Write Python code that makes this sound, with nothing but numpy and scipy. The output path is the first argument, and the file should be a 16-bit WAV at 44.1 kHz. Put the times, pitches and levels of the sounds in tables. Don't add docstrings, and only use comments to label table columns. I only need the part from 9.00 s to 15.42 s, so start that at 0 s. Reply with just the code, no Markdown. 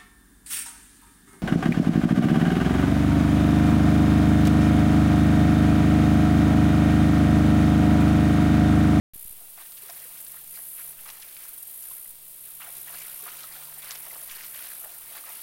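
import sys
import numpy as np
from scipy import signal
from scipy.fft import rfft, irfft, next_fast_len
from scipy.io import wavfile

SR = 44100
rng = np.random.default_rng(int(sys.argv[2]) if len(sys.argv) > 2 else 0)


def store_wav(level_fs):
    pcm = np.round(np.clip(np.atleast_2d(level_fs), -1, 1) * 32767)
    wavfile.write(sys.argv[1], SR, pcm.T.astype(np.int16))


N = 283122

USUAL, SLOW, FAST, TICKS_PER_S = 63, 43.5, 126, 23.4
# (first stroke [s], last stroke [s], stroke rate [1/s], final level [dB])
BUZZES = [(0.1475, 0.3275, USUAL, -40.5), (0.863, 1.411, SLOW, -46), (1.4777, 1.9105, USUAL, -41),
          (1.5048, 1.922, FAST, -40.5), (1.9973, 2.4544, USUAL, -45), (2.698, 3.1098, USUAL, -41),
          (2.7606, 2.968, FAST, -41.5), (3.2506, 3.648, USUAL, -45), (3.6743, 4.2717, USUAL, -39.5),
          (4.36, 4.5849, USUAL, -46), (4.829, 5.2614, USUAL, -41.5), (5.4491, 5.847, USUAL, -40),
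          (6.293, 6.416, USUAL, -43)]
# (first tick [s], last tick [s], level [dB])
TICK_RUNS = [(0.404, .543, -45), (.674, 0.824, -43), (0.922, .969, -42), (1.212, 1.32, -36),
             (2.01, 2.088, -43), (2.49, 2.678, -35), (3.413, 3.553, -39), (3.726, 3.816, -37),
             (4.651, 4.786, -39), (5.235, 5.358, -36), (6.127, 6.251, -38.5)]
# (frequency [Hz], level [dB])
WING_COLOUR = [(6000, -28.5), (7600, -17), (8500, -14), (9200, -7.5), (10000, -2.5), (11000, -1),
               (12000, -1.5), (13200, -3.5), (14400, -4), (15300, -24), (16000, -4.5)]
# (time [s], level [dB])
CHORUS_LEVEL = [(.14, -44.5), (.45, -42.5), (1.0, -40.5), (1.8, -42), (2.2, -44), (2.6, -40.5),
                (3.25, -43.5), (4.0, -40.5), (6.42, -40.5)]
# (frequency [Hz], level [dB])
CHORUS_COLOUR = [(6000, -23), (7400, -15), (8100, -8.5), (8800, -2.5), (10000, -4.5), (11000, -1.5),
                 (12200, -2.5), (13500, 0), (15000, -4.5), (16000, -1.5)]
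# (frequency [Hz], level [dB])
HUSH_COLOUR = [(20, 6.5), (45, -4.5), (70, -5.5), (120, -6), (250, -9.5), (500, -7.5), (1000, -10.5),
               (1700, -11), (3300, -5.5), (6000, -10), (16000, -16)]
# (time [s], level [dB], rise [s], recovery [s])
MIC_BUMPS = [(.135, -45, 0.00034, 0.15), (.158, -34, 0.00037, 0.0011), (.252, -42, 0.00043, 0.016),
             (.306, -48.5, 0.00039, 0.16), (1.44, -49, 0.013, 0.062), (1.97, -47, .012, 0.11),
             (3.08, -49, .012, 0.11), (5.3, -47.5, .012, 0.08)]
# (time [s], level [dB])
TRICKLE_LEVEL = [(.3, -68), (1.0, -59.5), (1.7, -62.5), (2.5, -59), (3.3, -72.5), (3.9, -52.5), (5.3, -55),
                 (6.42, -56)]
# (time [s], length [s], spray level [dB], slosh level [dB])
LEG_SWEEPS = [(0.382, 0.039, -69, -58.5), (0.563, 0.053, -54, -70), (.79, 0.41, -54.5, -66),
              (1.24, 0.16, -58, -69), (1.77, 0.14, -59, -61.5), (1.97, 0.51, -55, -67.5),
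              (2.813, .16, -56.5, -65), (3.433, 0.071, -56.5, -68), (3.594, 0.21, -53.5, -65),
              (3.863, 0.26, -52, -68), (4.19, 0.26, -50, -60), (4.497, 0.13, -52, -58.5),
              (4.783, 0.18, -56, -59), (4.998, .22, -53, -55.5), (5.25, 0.21, -48, -61.5),
              (5.523, 0.2, -48.5, -60), (5.834, 0.086, -55, -57), (6.085, 0.12, -52.5, -55.5),
              (6.258, 0.13, -50, -60)]
# (frequency [Hz], level [dB])
WATER_COLOUR = [(200, -20.5), (330, -2.5), (500, -3.5), (700, 2.5), (950, 1), (1300, 2), (1650, 2),
                (1950, 2), (2600, 1), (4000, -1.5), (6000, -3), (9000, -8.5), (15000, -5)]
# (time [s], length [s], level [dB], centre [Hz])
SPLASHES = [(0.572, .05, -51, 1500), (0.654, 0.0068, -50.5, 4400), (.767, .015, -49.5, 5000),
            (0.879, 0.027, -51, 1800), (1.337, 0.031, -55.5, 1000), (1.538, 0.023, -51.5, 5500),
            (1.567, 0.027, -52, 1300), (1.767, 0.051, -51.5, 1960), (2.052, .051, -46, 1820),
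            (2.203, .03, -53, 4700), (3.598, 0.042, -47.5, 1460), (3.638, .039, -50.5, 900),
            (3.878, 0.027, -52.5, 1500), (3.914, 0.046, -51.5, 900), (3.943, .08, -49.5, 5630),
            (4.255, 0.037, -46, 1630), (4.819, 0.088, -49.5, 1990), (4.912, 0.026, -46.5, 2410),
            (4.948, 0.0079, -42.5, 3320), (5.058, .012, -48.5, 1100), (5.293, 0.037, -47.5, 4000),
            (5.535, .085, -51, 2500), (5.836, 0.021, -51, 1100), (6.148, 0.033, -47, 2100),
            (6.255, 0.048, -48.5, 1100)]
# (time [s], pitch [Hz], level [dB])
PLOPS = [(.578, 750, -45), (.832, 392, -51), (.894, 695, -37), (1.005, 612, -51.5), (1.053, 493, -49),
         (2.085, 780, -52), (2.911, 1034, -43), (3.056, 1970, -39.5), (3.678, 720, -41),
         (3.937, 700, -45.5), (4.23, 408, -48.5), (4.263, 1200, -34), (4.265, 706, -41.5),
         (4.279, 1230, -37), (4.44, 1290, -34), (4.775, 783, -45), (5.07, 594, -48), (5.108, 2000, -32),
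         (5.13, 878, -45), (5.156, 1250, -45), (5.218, 650, -49), (5.555, 600, -48), (5.837, 667, -45),
         (5.856, 630, -43), (6.238, 1190, -41)]
# (time [s], relative level [dB], centre [Hz])
SMACKS = [(0.72, -26.5, 6480), (0.8983, -23.5, 5000), (1.266, -26.5, 5000), (1.574, -31.5, 1500),
          (2.089, -28, 1490), (2.101, -23, 4150), (2.223, -26, 4570), (2.3666, -28.5, 2780),
          (2.829, -30, 5500), (3.617, -26, 1800), (4.263, -30, 1200), (4.406, -25.5, 3100),
          (4.4332, -23.5, 3700), (4.908, -15, 3750), (4.916, -18.5, 4500), (5.311, -26, 3000),
          (5.6233, -27, 2300), (6.177, -26.5, 1690)]
# (delay [s], level [dB])
BANK_ECHOES = [(.007, -24.5), (.019, -22), (.043, -18), (.071, -18)]
# (time [s], level [dB])
MOTOR_LEVEL = [(0.45, -82), (1.01, -73.5), (2.2, -73.5), (2.51, -83), (3.86, -69.5), (5.14, -67.5),
               (6.2, -79), (6.42, -92)]
# (time [s], pitch [Hz], level [dB], 60 dB decay [s])
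CHIP = [(2.829, 7070, -45.5, 0.071)]


def from_db(db):
    return 10 ** (np.asarray(db) / 20)


def rms_one(x):
    return x / np.sqrt(np.mean(x ** 2) + 1e-20)


def clock():
    return np.arange(N) / SR


def fader(points):
    return np.interp(clock(), *np.transpose(points))


def at_hz(points, hz):
    f, db = np.transpose(points)
    return np.interp(np.log(hz + 1e-9), np.log(f), db)


def add(out, s, sound):
    i = int(np.clip(round(s * SR), 0, N))
    out[i:i + len(sound)] += sound[:N - i]


def drift(per_s):
    knots = rng.standard_normal(8192)
    return rms_one(np.interp(clock() * per_s, np.arange(len(knots)), knots))


def band(x, low, high):
    sos = signal.butter(2, [low, min(high, SR / 2 - 1000)], "band", fs=SR, output="sos")
    return signal.sosfilt(sos, x + 1e-18)


def coloured(x, colour):
    size = next_fast_len(N)
    gain = from_db(at_hz(colour, np.arange(size // 2 + 1) * SR / size))
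    return irfft(rfft(x, size) * rms_one(gain), size)[:N]


def strokes(first, last, per_s):
    return np.linspace(first, last, int(round((last - first) * per_s)) + 1)


def katydids(stroke_s=0.0024, tick_s=0.0031, uneven_db=0.35, swell_db_per_s=4.5):
    power, t = np.zeros(N), np.arange(-SR // 50, SR // 50) / SR
    stroke, tick = np.exp(-.5 * (t / stroke_s) ** 2), np.exp(-.5 * (t / tick_s) ** 2)
    for first, last, per_s, final_db in BUZZES:
        duty = per_s * stroke.sum() / SR
        for s, chance in zip(strokes(first, last, per_s), rng.standard_normal(128)):
            db = final_db - swell_db_per_s * (last - s) - uneven_db * chance
            add(power, s + t[0], from_db(db) ** 2 * stroke / duty)
    for first, last, db in TICK_RUNS:
        for s in strokes(first, last, TICKS_PER_S):
            add(power, s + t[0], from_db(db) ** 2 * tick)
    return coloured(np.sqrt(power) * rng.standard_normal(N), WING_COLOUR)


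def katydid_chorus(flutter_db=1.4):
    gain = from_db(fader(CHORUS_LEVEL) + flutter_db * drift(200))
    return coloured(gain * rng.standard_normal(N), CHORUS_COLOUR)


def outdoor_hush(level_db=-57.5):
    return from_db(level_db) * coloured(rng.standard_normal(N), HUSH_COLOUR)


def mic_bumps(dull_hz=450):
    out, t = np.zeros(N), np.arange(SR) / SR
    for s, db, rise, recovery in MIC_BUMPS:
        add(out, s, -from_db(db) * (1 - np.exp(-t / rise)) * np.exp(-t / recovery))
    return signal.sosfilt(signal.butter(2, dull_hz, fs=SR, output="sos"), out + 1e-18)


def swell(length, rise_s, fall_s):
    t = np.arange(int((length + 6 * fall_s) * SR)) / SR
    return (1 - np.exp(-t / rise_s)) * np.exp(-np.maximum(t - length, 0) / fall_s)


def stirring(lap_db=-5.5):
    trickle_db = fader(TRICKLE_LEVEL)
    slosh, spray = from_db(trickle_db + lap_db) ** 2, from_db(trickle_db) ** 2
    for s, length, spray_db, slosh_db in LEG_SWEEPS:
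        shape = swell(length, rise_s=0.017, fall_s=0.039)
        add(slosh, s, (from_db(slosh_db) * shape) ** 2)
        add(spray, s, (from_db(spray_db) * shape) ** 2)
    return 10 * np.log10([slosh, spray])


def grains(per_s, spread_db=2.5):
    sizes = from_db(spread_db * np.minimum(rng.exponential(1, N), 3)) * rng.choice([-1, 1], N)
    return rms_one(sizes * (rng.random(N) < per_s / SR))


def churn(slosh_trim_db=-3.0, spray_trim_db=-2.5, surge_db=1.05, patchy_db=2.5):
    edges = np.geomspace(200, 16000, 20)
    centres = np.sqrt(edges[1:] * edges[:-1])
    share = from_db(at_hz(WATER_COLOUR, centres)) ** 2 * np.diff(edges)
    share /= share.sum()
    bursts = splash_power(centres, share)
    slosh_db, spray_db = stirring()
    slosh = from_db(slosh_db + slosh_trim_db) ** 2 / share[(centres > 350) & (centres < 1200)].sum()
    spray = from_db(spray_db + spray_trim_db) ** 2 / share[(centres > 1500) & (centres < 7000)].sum()
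    out, surge = 0, surge_db * drift(140)
    for k, hz in enumerate(centres):
        fine = np.clip(np.log2(hz / 900), 0, 1)
        wash = share[k] * ((1 - fine) * slosh + fine * spray)
        fizz = grains(per_s=220 * np.sqrt(hz / 1000)) + 0.52 * rng.standard_normal(N)
        flicker = from_db(surge + patchy_db * drift(70))
        swarm = rms_one(band(fizz, edges[k], edges[k + 1]) * flicker)
        out += swarm * np.sqrt(wash + bursts[k])
    return out


def bubble(hz, t60, glide, rise_s):
    t = np.arange(int(t60 * SR) + 2) / SR
    phase = 2 * np.pi * np.cumsum(hz * (1 + glide * t / t60)) / SR
    return (1 - np.exp(-t / rise_s)) * from_db(-60 * t / t60) * np.sin(phase)


def gurgle(count=340, low_hz=550, high_hz=3400, cycles=15.6, lift_db=3.0, spread_db=3.5):
    out = np.zeros(N)
    slosh_db, spray_db = stirring()
    for when, fine, strength, life in rng.random((count, 4)):
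        i, hz = int(when * (N - 1)), low_hz * (high_hz / low_hz) ** fine
        stirred_db = (1 - fine) * slosh_db[i] + fine * spray_db[i]
        db = stirred_db + lift_db + spread_db * min(-np.log(1 - strength), 2)
        t60 = cycles * (.5 + life) / hz
        add(out, i / SR, from_db(db) * bubble(hz, t60, glide=0.12, rise_s=0.00029))
    return out


def splash_power(centres, share, width_octaves=1.13):
    bursts = np.zeros((len(centres), N))
    for s, length, db, hz in SPLASHES:
        power = (from_db(db) * swell(length, rise_s=0.0022, fall_s=0.0092)) ** 2
        colour = share * np.exp(-(np.log2(centres / hz) / width_octaves) ** 2)
        for row, part in zip(bursts, colour / colour.sum()):
            add(row, s, part * power)
    return bursts


def plops(cycles=34, glide=0.092, rise_s=0.00076, shard_db=-6.0, scatter_octaves=0.27):
    out = np.zeros(N)
    for s, hz, db in PLOPS:
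        t60 = cycles / hz
        add(out, s, from_db(db) * bubble(hz, t60, glide, rise_s))
        for late, detune in zip(rng.random(3), rng.standard_normal(3)):
            shard = bubble(hz * 2 ** (scatter_octaves * detune), t60 / 2, glide, rise_s)
            add(out, s + late * t60 / 2, from_db(db + shard_db) * shard)
    return out


def smacks(band_ratio=1.9, trim_db=-14.5, snap_db=3.5, snap_s=0.00042, t60_s=.023):
    out, t = np.zeros(N), np.arange(SR // 10) / SR
    for s, db, hz in SMACKS:
        crack = rms_one(band(rng.choice([-1., 1.], len(t)), hz / band_ratio, hz * band_ratio))
        shape = from_db(-60 * t / t60_s + snap_db * np.exp(-t / snap_s))
        add(out, s, from_db(db + trim_db) * crack * shape)
    return out


def with_bank_echoes(x, dull_hz=4500):
    dull = signal.sosfilt(signal.butter(1, dull_hz, fs=SR, output="sos"), x)
    out = x.copy()
    for delay, db in BANK_ECHOES:
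        add(out, delay, from_db(db) * dull)
    return out


def motor(firing_hz=148.4, wander_hz=0.604, waver_db=1.5):
    turn = np.pi * np.cumsum(firing_hz + wander_hz * drift(1.517)) / SR
    orders = from_db(-13) * np.sin(turn) + np.sin(2 * turn) + from_db(-10) * np.sin(3 * turn)
    return np.sqrt(2) * from_db(fader(MOTOR_LEVEL) + waver_db * drift(7.3)) * orders


def chip():
    out, t = np.zeros(N), np.arange(SR // 10) / SR
    for s, hz, db, t60 in CHIP:
        add(out, s, from_db(db - 60 * t / t60) * np.sin(2 * np.pi * hz * t))
    return out


def scene():
    water = with_bank_echoes(churn() + gurgle() + plops() + smacks())
    hush = outdoor_hush()
    insects = katydids() + katydid_chorus()
    return (insects + hush + mic_bumps() + water + motor() + chip())[None]


def record(dry):
    open_s, cutoff_hz = .135, 15850
    low_pass = signal.ellip(12, .1, 80, cutoff_hz, fs=SR, output="sos")
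    return signal.sosfilt(low_pass, dry * (clock() >= open_s))


dry = scene()
out = record(dry)
store_wav(out)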